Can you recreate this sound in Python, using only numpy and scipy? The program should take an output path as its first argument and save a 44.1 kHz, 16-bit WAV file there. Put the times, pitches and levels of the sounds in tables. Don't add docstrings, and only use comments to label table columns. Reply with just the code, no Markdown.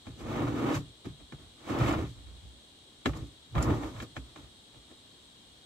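import sys
import numpy as np
from scipy import signal
from scipy.fft import rfft, irfft
from scipy.io import wavfile
from scipy.ndimage import uniform_filter1d

SR = 44100
rng = np.random.default_rng(int(sys.argv[2]) if len(sys.argv) > 2 else 0)


def dump_mix(stems):
    frames = np.atleast_2d(stems).T
    limited = np.clip(frames, -1, 1)
    pcm = np.round(limited * 32767).astype(np.int16)
    wavfile.write(sys.argv[1], SR, pcm)


def level_to_linear(level):
    exponent = np.asarray(level, float) / 20
    return 10 ** exponent


N = 249164

# (f/Hz, width/Hz, level/dB, left minus right/dB)
INSECTS = [(2880, 95, -74, -4.5), (3261, 260, -66, 4.5), (3440, 570, -66, -1), (3768, 51, -68.5, -0.5),
           (3876, 500, -68, 11), (4240, 570, -68.5, 3.5), (7440, 1600, -73.5, 1.5),
           (8330, 1270, -72.5, -9.5)]
# (f/Hz, relative level/dB)
AIR_COLOUR = [(15, -28), (25, -1), (108, 0.5), (195, -4), (249, 0), (476, -7), (1190, -12), (1330, -14),
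              (2480, -14.5), (3820, -22), (5000, -15), (8590, -23), (16000, -35.5)]
# (f/Hz, share from 0 to 1)
ALIKE = [(60, 0.79), (300, 0.91), (640, 0.42), (950, 0.06), (1400, 0.), (16000, 0.03)]
# (f/Hz, relative level/dB, time to fade by 60 dB/s)
HULL_MODES = [(53.6, 5, 0.12), (63, 0.5, 0.28), (81.3, -0.5, 0.17)]
FRAME_MODES = [(93, -2, 0.11), (117.6, 2, 0.17), (145.5, -1.5, 0.19), (175.3, -4.5, 0.14)]
BOARD_MODES = [(203.5, -0.5, 0.051), (258.1, 1, 0.089), (284, 0, 0.15), (313.3, 6.5, 0.059),
               (367.7, -2, 0.069), (387.3, -5, 0.096), (437.5, -9, 0.076), (489.3, -6, 0.061)]
FACE_MODES = [(564, 2.5, 0.075), (656, -3, 0.068), (764, 3.5, 0.046), (870, -4.5, 0.038), (1075, 0, 0.035),
              (1200, -5.5, 0.066), (1377, 3.5, 0.019), (1610, -6, 0.022), (1714, -1, 0.046),
              (1900, -58, 0.028), (2220, -11, 0.065), (2415, -4.5, 0.053), (2180, -26, 0.066),
              (2680, -15, 0.13), (3300, -2, 0.027), (3263, 2.5, 0.035), (3930, -3, 0.036)]
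FITTING_MODES = [(5230, -4, 0.062), (6300, -13, 0.03), (7200, 7.5, 0.012), (8980, -13.5, .025),
                 (10300, -10.5, 0.03), (11200, -13, 0.036), (12600, -19, .025), (14700, -11, 0.039)]
# (f/Hz, relative level/dB)
RASP_COLOUR = [(300, -26), (480, -4.5), (750, -2.5), (980, -0.5), (1250, -1.5), (1600, -13), (2200, -15.5),
               (4000, -40.5)]
SCRATCH_COLOUR = [(900, -6), (1450, -1.5), (1900, -4), (2600, -6), (3800, -11), (5000, -24), (7000, -39.5)]
GRIT_COLOUR = [(2500, -10), (4500, 2.5), (7500, 3), (9500, -8.5), (12000, -5.5), (15000, -19), (16000, -48)]
CRACK_COLOUR = [(2500, -9), (4500, -1), (7500, 4), (9500, -20), (12000, -30), (16000, -31)]
# (t/s, board force/dB, bass force through the boat/dB, rasp force/dB, grit force/dB)
DRAGS = [
    [(0.15, -56, -51, -80, -69), (0.21, -39, -48, -53, -59), (0.252, -39.5, -38, -51, -66),
     (0.28, -36, -41.5, -46, -59.5), (0.4, -30, -33.5, -38, -58), (0.53, -33, -39, -45.5, -59.5),
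     (0.708, -29.5, -39.5, -34.5, -54), (0.728, -26, -35, -36.5, -48), (0.748, -45, -34.5, -39, -43.5),
     (0.77, -38.5, -35, -42, -50), (0.796, -48, -49, -63, -62), (0.844, -60, -53, -67, -78),
     (0.89, -55, -53, -74, -85)],
    [(1.57, -72, -75, -75, -79), (1.698, -33.5, -41, -41.5, -54), (1.754, -30.5, -38, -39.5, -58.5),
     (1.796, -31.5, -28.5, -37, -55), (1.886, -30, -33.5, -35.5, -48.5), (1.9, -32.5, -32, -35, -53),
     (1.936, -30, -43, -34.5, -53.5), (1.952, -33, -31.5, -40.5, -61), (1.974, -30.5, -34.5, -43, -58.5),
     (2.03, -35.5, -36, -47, -59), (2.052, -45, -42, -52, -63), (2.11, -59, -46.5, -76, -65),
     (2.14, -65, -60, -76, -70)],
    [(3.09, -41.5, -38, -42, -79), (3.11, -54, -40, -75, -78), (3.14, -51, -40, -60, -72),
     (3.17, -39, -35.5, -52.5, -55), (3.188, -43, -40, -55, -64), (3.208, -46, -34, -61.5, -66),
     (3.232, -43.5, -43, -60, -69), (3.254, -58, -59, -77, -69), (3.27, -60, -52, -71, -65),
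     (3.282, -58, -54, -84, -76), (3.29, -59, -57, -72, -78), (3.324, -67, -63, -84, -77),
     (3.38, -93, -72, -84, -82)],
    [(3.48, -65, -58, -76, -82), (3.528, -57, -39, -76, -73), (3.556, -38.5, -33.5, -38.5, -68),
     (3.614, -28.5, -33, -36, -55), (3.628, -31.5, -27, -40.5, -41.5), (3.672, -28.5, -29, -37.5, -62),
     (3.748, -32.5, -33.5, -42, -56), (3.88, -41, -46, -49, -60.5), (3.922, -48.5, -47, -60, -66),
     (3.972, -54, -40.5, -51.5, -61), (4.03, -44.5, -54.5, -52.5, -55.5), (4.072, -60, -55, -69, -77),
     (4.12, -77, -61, -86, -74)],
]
# (share of the bass in the hull/dB, in the frame/dB, scratch offset/dB)
RESTS = [(-7.5, -1, 2), (-5, -1.5, 3), (-4, -4.5, -1), (-3.5, -2.5, -1.5)]
# (t/s, hold/s, hull force/dB, frame force/dB, board force/dB)
SHOVES = [(0.05, 0.043, -49, -47.5, -52.5), (1.041, 0.016, -46, -40, -47.5), (1.182, 0.021, -55, -76, -62),
          (1.322, 0.011, -74, -50, -55), (1.383, 0.026, -58, -64, -59.5), (2.149, 0.038, -45.5, -66, -58.5),
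          (2.254, .04, -50, -63, -62.5), (2.336, 0.025, -53, -72, -70), (2.415, .03, -45, -58, -69),
          (2.473, 0.011, -55, -68, -70), (3.049, 0.0094, -35, -40.5, -37), (4.15, 0.0092, -41, -46, -47),
          (4.24, 0.061, -62, -59, -63.5), (4.352, 0.029, -56.5, -57, -52), (4.402, 0.039, -52.5, -58, -61),
          (4.733, .02, -60, -63, -61), (4.888, 0.015, -70, -71, -58.5), (1.427, 0.015, -61, -64, -68),
          (2.214, .02, -47, -62, -79)]
# (t/s, face push/dB, board push/dB, hull and frame push/dB, pitch the struck spot favours f/Hz)
KNOCKS = [(.067, -40, -31, -44, 880), (0.078, -60, -49, -61, 690), (0.203, -46, -35, -38, 870),
          (1.058, -50, -33.5, -55, 850), (1.203, -51.5, -60, -52, 786), (1.322, -40.5, -32, -40, 1090),
          (3.057, -17.5, -16, -33, 1490), (3.091, -40.5, -43, -50, 1200), (3.133, -41, -55, -50, 1250),
          (3.184, -50, -55, -51, 800), (3.552, -31, -26.5, -23, 1140), (3.566, -42, -47, -28, 2200),
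          (3.579, -28, -45, -42, 1370), (3.705, -36.5, -26, -32, 1280), (3.833, -34.5, -47, -39, 930),
          (3.939, -48, -35.5, -43, 800), (3.964, -43, -56, -59, 1900), (4.001, -33.5, -45, -62, 2160),
          (4.024, -39.5, -35, -57, 1500), (4.165, -30.5, -26, -38, 1580), (4.359, -39.5, -43, -51, 1200),
          (4.742, -54, -65, -55, 850), (4.912, -50, -47, -73, 800)]
# (t/s, tap strength/dB)
CLINKS = [(1.787, -36), (1.8906, -38), (1.926, -35), (3.172, -44), (3.626, -23), (3.6394, -46),
          (4.023, -39)]

EARS = np.array([[1], [-1]])
AIR_DB = -60
SHOVE_ATTACK_S, SHOVE_RELEASE_DB_PER_S = 0.0062, 305
SHOVE_RASP_DB, SHOVE_GRIT_DB = -10, -15.5
SCRATCH_SHARE, SHOVE_SCRATCH_DB = 0.59, 4
RATTLE_T60_S = 0.05
SPOT_DB_PER_OCTAVE = 8
GROUP_BINS = 40
LOW_HZ, TOP_HZ = 41.8, 15700


def unit(x):
    return x / np.sqrt(np.mean(np.sum(x ** 2, axis=-1)))


def walk(rate):
    k = int(SR / rate)
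    steps = np.repeat(rng.standard_normal(N // k + 1), k)
    return 0.77 * uniform_filter1d(uniform_filter1d(steps, k), k)[:N]


def insects():
    hz_bins = np.fft.rfftfreq(N, 1 / SR)
    out = 0
    for hz, width, db, pan_db in INSECTS:
        resonance = 1 / (1 + (2 * (hz_bins - hz) / width) ** 2)
        band = irfft(rfft(rng.standard_normal((2, N))) * resonance, N)
        level = level_to_linear(db + EARS * pan_db / 2 + 0.5 * walk(2.68) + 0.94 * walk(24.95))
        out = out + level * unit(band) * np.sqrt(N)
    return out


def curve(points, size):
    hz, value = np.transpose(points)
    return np.interp(np.log(np.fft.rfftfreq(size, 1 / SR) + 1), np.log(hz), value)


def stereo_noise(colour, size):
    alike = np.clip(curve(ALIKE, size), -1, 1)
    mid, side = rfft(rng.standard_normal((2, size)))
    both = np.sqrt(1 + alike) * mid + EARS * np.sqrt(1 - alike) * side
    return unit(irfft(level_to_linear(curve(colour, size)) * both, size))


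def air():
    return level_to_linear(AIR_DB + 0.57 * walk(3.03)) * stereo_noise(AIR_COLOUR, N) * np.sqrt(N)


def ring(modes):
    t = np.arange(SR // 2) / SR
    alike_hz, share = np.transpose(ALIKE)
    out = 0
    for k, (hz, db, t60) in enumerate(modes):
        sign = (-1) ** k
        lead = np.arccos(np.clip(np.interp(hz, alike_hz, share), -1, 1)) / 2
        swell = (1 - np.exp(-4.0 * hz * t)) ** 2
        swing = np.sin(2 * np.pi * hz * t + sign * EARS * lead)
        out = out + sign * swell * level_to_linear(db - 60 * t / t60) * swing
    return unit(out)


def dense_ring(colour, t60, rise):
    t = np.arange(SR // 4) / SR
    fade = (1 - np.exp(-t / rise)) ** 2 * level_to_linear(-60 * t / t60)
    puff = rng.standard_normal(len(t)) * fade
    for _ in range(3):
        bins = rfft(puff)
        even = irfft(level_to_linear(curve(colour, len(t))) * bins / np.abs(bins), len(t))
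        puff = even * np.sqrt(fade)
    leading_ear = rng.choice([-1, 1], len(bins) // GROUP_BINS + 1)
    leading_ear = np.repeat(leading_ear, GROUP_BINS)[:len(bins)]
    lead = leading_ear * np.arccos(np.clip(curve(ALIKE, len(t)), -1, 1)) / 2
    stereo = irfft(rfft(puff) * np.exp(1j * EARS * lead), len(t))
    return unit(stereo * fade ** 0.25)


def excite(force, response):
    return signal.fftconvolve(force[None], response, axes=1)[:, :N]


def grains(rate, spread_db):
    happens = rng.random(N) < rate / SR
    slips = happens * rng.standard_normal(N) * level_to_linear(spread_db * rng.exponential(size=N))
    return slips / np.std(slips)


def friction():
    t = np.arange(N) / SR
    gain = np.zeros((6, N))

    def parts(board, hull, frame, rasp, grit, scratch_db):
        scratch = scratch_db + SCRATCH_SHARE * rasp + (1 - SCRATCH_SHARE) * grit
        return level_to_linear(np.array([board, hull, frame, rasp, scratch, grit]))

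    for drag, (hull_db, frame_db, scratch_db) in zip(DRAGS, RESTS):
        rows = np.array(drag)
        on = (t >= rows[0, 0]) & (t <= rows[-1, 0])
        board, bass, rasp, grit = (np.interp(t[on], rows[:, 0], rows[:, k]) for k in range(1, 5))
        gain[:, on] += parts(board, bass + hull_db, bass + frame_db, rasp, grit, scratch_db)

    for s, hold, hull_db, frame_db, board_db in SHOVES:
        on = (t >= s) & (t < s + 0.5)
        age = t[on] - s
        attack = np.minimum(age / SHOVE_ATTACK_S, 1)
        release = level_to_linear(-SHOVE_RELEASE_DB_PER_S * np.maximum(age - SHOVE_ATTACK_S - hold, 0))
        peak = parts(board_db, hull_db, frame_db, board_db + SHOVE_RASP_DB,
                     board_db + SHOVE_GRIT_DB, SHOVE_SCRATCH_DB)
        gain[:, on] += peak[:, None] * attack * release
    return uniform_filter1d(gain, size=200, axis=1)


def rubbing():
    judder = level_to_linear(0.57 * walk(29) + 1.98 * walk(45))
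    slips = judder * grains(2200, 1.02)
    fine = judder * grains(5000, 0.76)
    board, hull, frame, rasp, scratch, grit = friction()
    out = excite(board * slips, ring(BOARD_MODES))
    out = out + excite(hull * slips, ring(HULL_MODES))
    out = out + excite(frame * slips, ring(FRAME_MODES))
    out = out + level_to_linear(-4.0) * excite(rasp * fine, ring(FACE_MODES[:7]))
    for grain in (slips, fine):
        out = out + excite(rasp * grain, dense_ring(RASP_COLOUR, 0.054, 0.00048)) / np.sqrt(2)
        out = out + excite(scratch * grain, dense_ring(SCRATCH_COLOUR, 0.086, 0.0001)) / np.sqrt(2)
        out = out + excite(grit * grain, dense_ring(GRIT_COLOUR, 0.13, 0.00058)) / np.sqrt(2)
    return out


def blows(rows, column, rattle_share):
    force, t = np.zeros(N), np.arange(4000) / SR
    for row, rattle in zip(rows, rng.standard_normal((len(rows), len(t)))):
        burst = rattle_share * unit(rattle * level_to_linear(-60 * t / RATTLE_T60_S))
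        burst[0] += 1
        at = int(row[0] * SR)
        force[at:at + len(t)] += level_to_linear(row[column]) * burst
    return force


def knocks():
    out = level_to_linear(22.5) * excite(blows(KNOCKS, column=3, rattle_share=0.99), ring(HULL_MODES + FRAME_MODES))
    out = out + level_to_linear(15.5) * excite(blows(KNOCKS, column=2, rattle_share=0.9), ring(BOARD_MODES))
    crack = blows(KNOCKS, column=1, rattle_share=2.6)
    out = out + level_to_linear(-9.5) * excite(crack, dense_ring(CRACK_COLOUR, 0.073, 0.00015))
    scratch = blows(KNOCKS, column=1, rattle_share=1.8)
    out = out + level_to_linear(9) * excite(scratch, dense_ring(SCRATCH_COLOUR, 0.036, 0.000047))
    for s, face_db, _, _, spot_hz in KNOCKS:
        spot = [(hz, db - SPOT_DB_PER_OCTAVE * abs(np.log2(hz / spot_hz)), t60)
                for hz, db, t60 in FACE_MODES]
        at = int(s * SR)
        push = blows([(0.00044, face_db)], column=1, rattle_share=0.17)[:4000]
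        sound = signal.fftconvolve(push[None], ring(spot)[:, :8000], axes=1)
        out[:, at:at + sound.shape[1]] += level_to_linear(17.0) * sound
    return out


def fitting():
    taps, t = np.zeros(N), np.arange(600) / SR
    for (s, db), bounce in zip(CLINKS, rng.standard_normal((len(CLINKS), len(t)))):
        at = int(s * SR)
        taps[at:at + len(t)] += level_to_linear(db) * unit(bounce * level_to_linear(-60 * t / 0.013))
    return level_to_linear(11.0) * excite(taps, ring(FITTING_MODES))


def scene():
    return insects() + air() + rubbing() + knocks() + fitting()


def low_pass(x):
    return signal.sosfilt(signal.butter(12, 16450, fs=SR, output="sos"), x)


def record(dry):
    low_cut = signal.butter(2, LOW_HZ, "high", fs=SR, output="sos")
    top_cut = signal.ellip(8, 0.2, 60, TOP_HZ, fs=SR, output="sos")
    mix = signal.sosfilt(top_cut, signal.sosfilt(low_cut, dry))
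    return low_pass(mix)


dry = scene()
out = record(dry)
dump_mix(out)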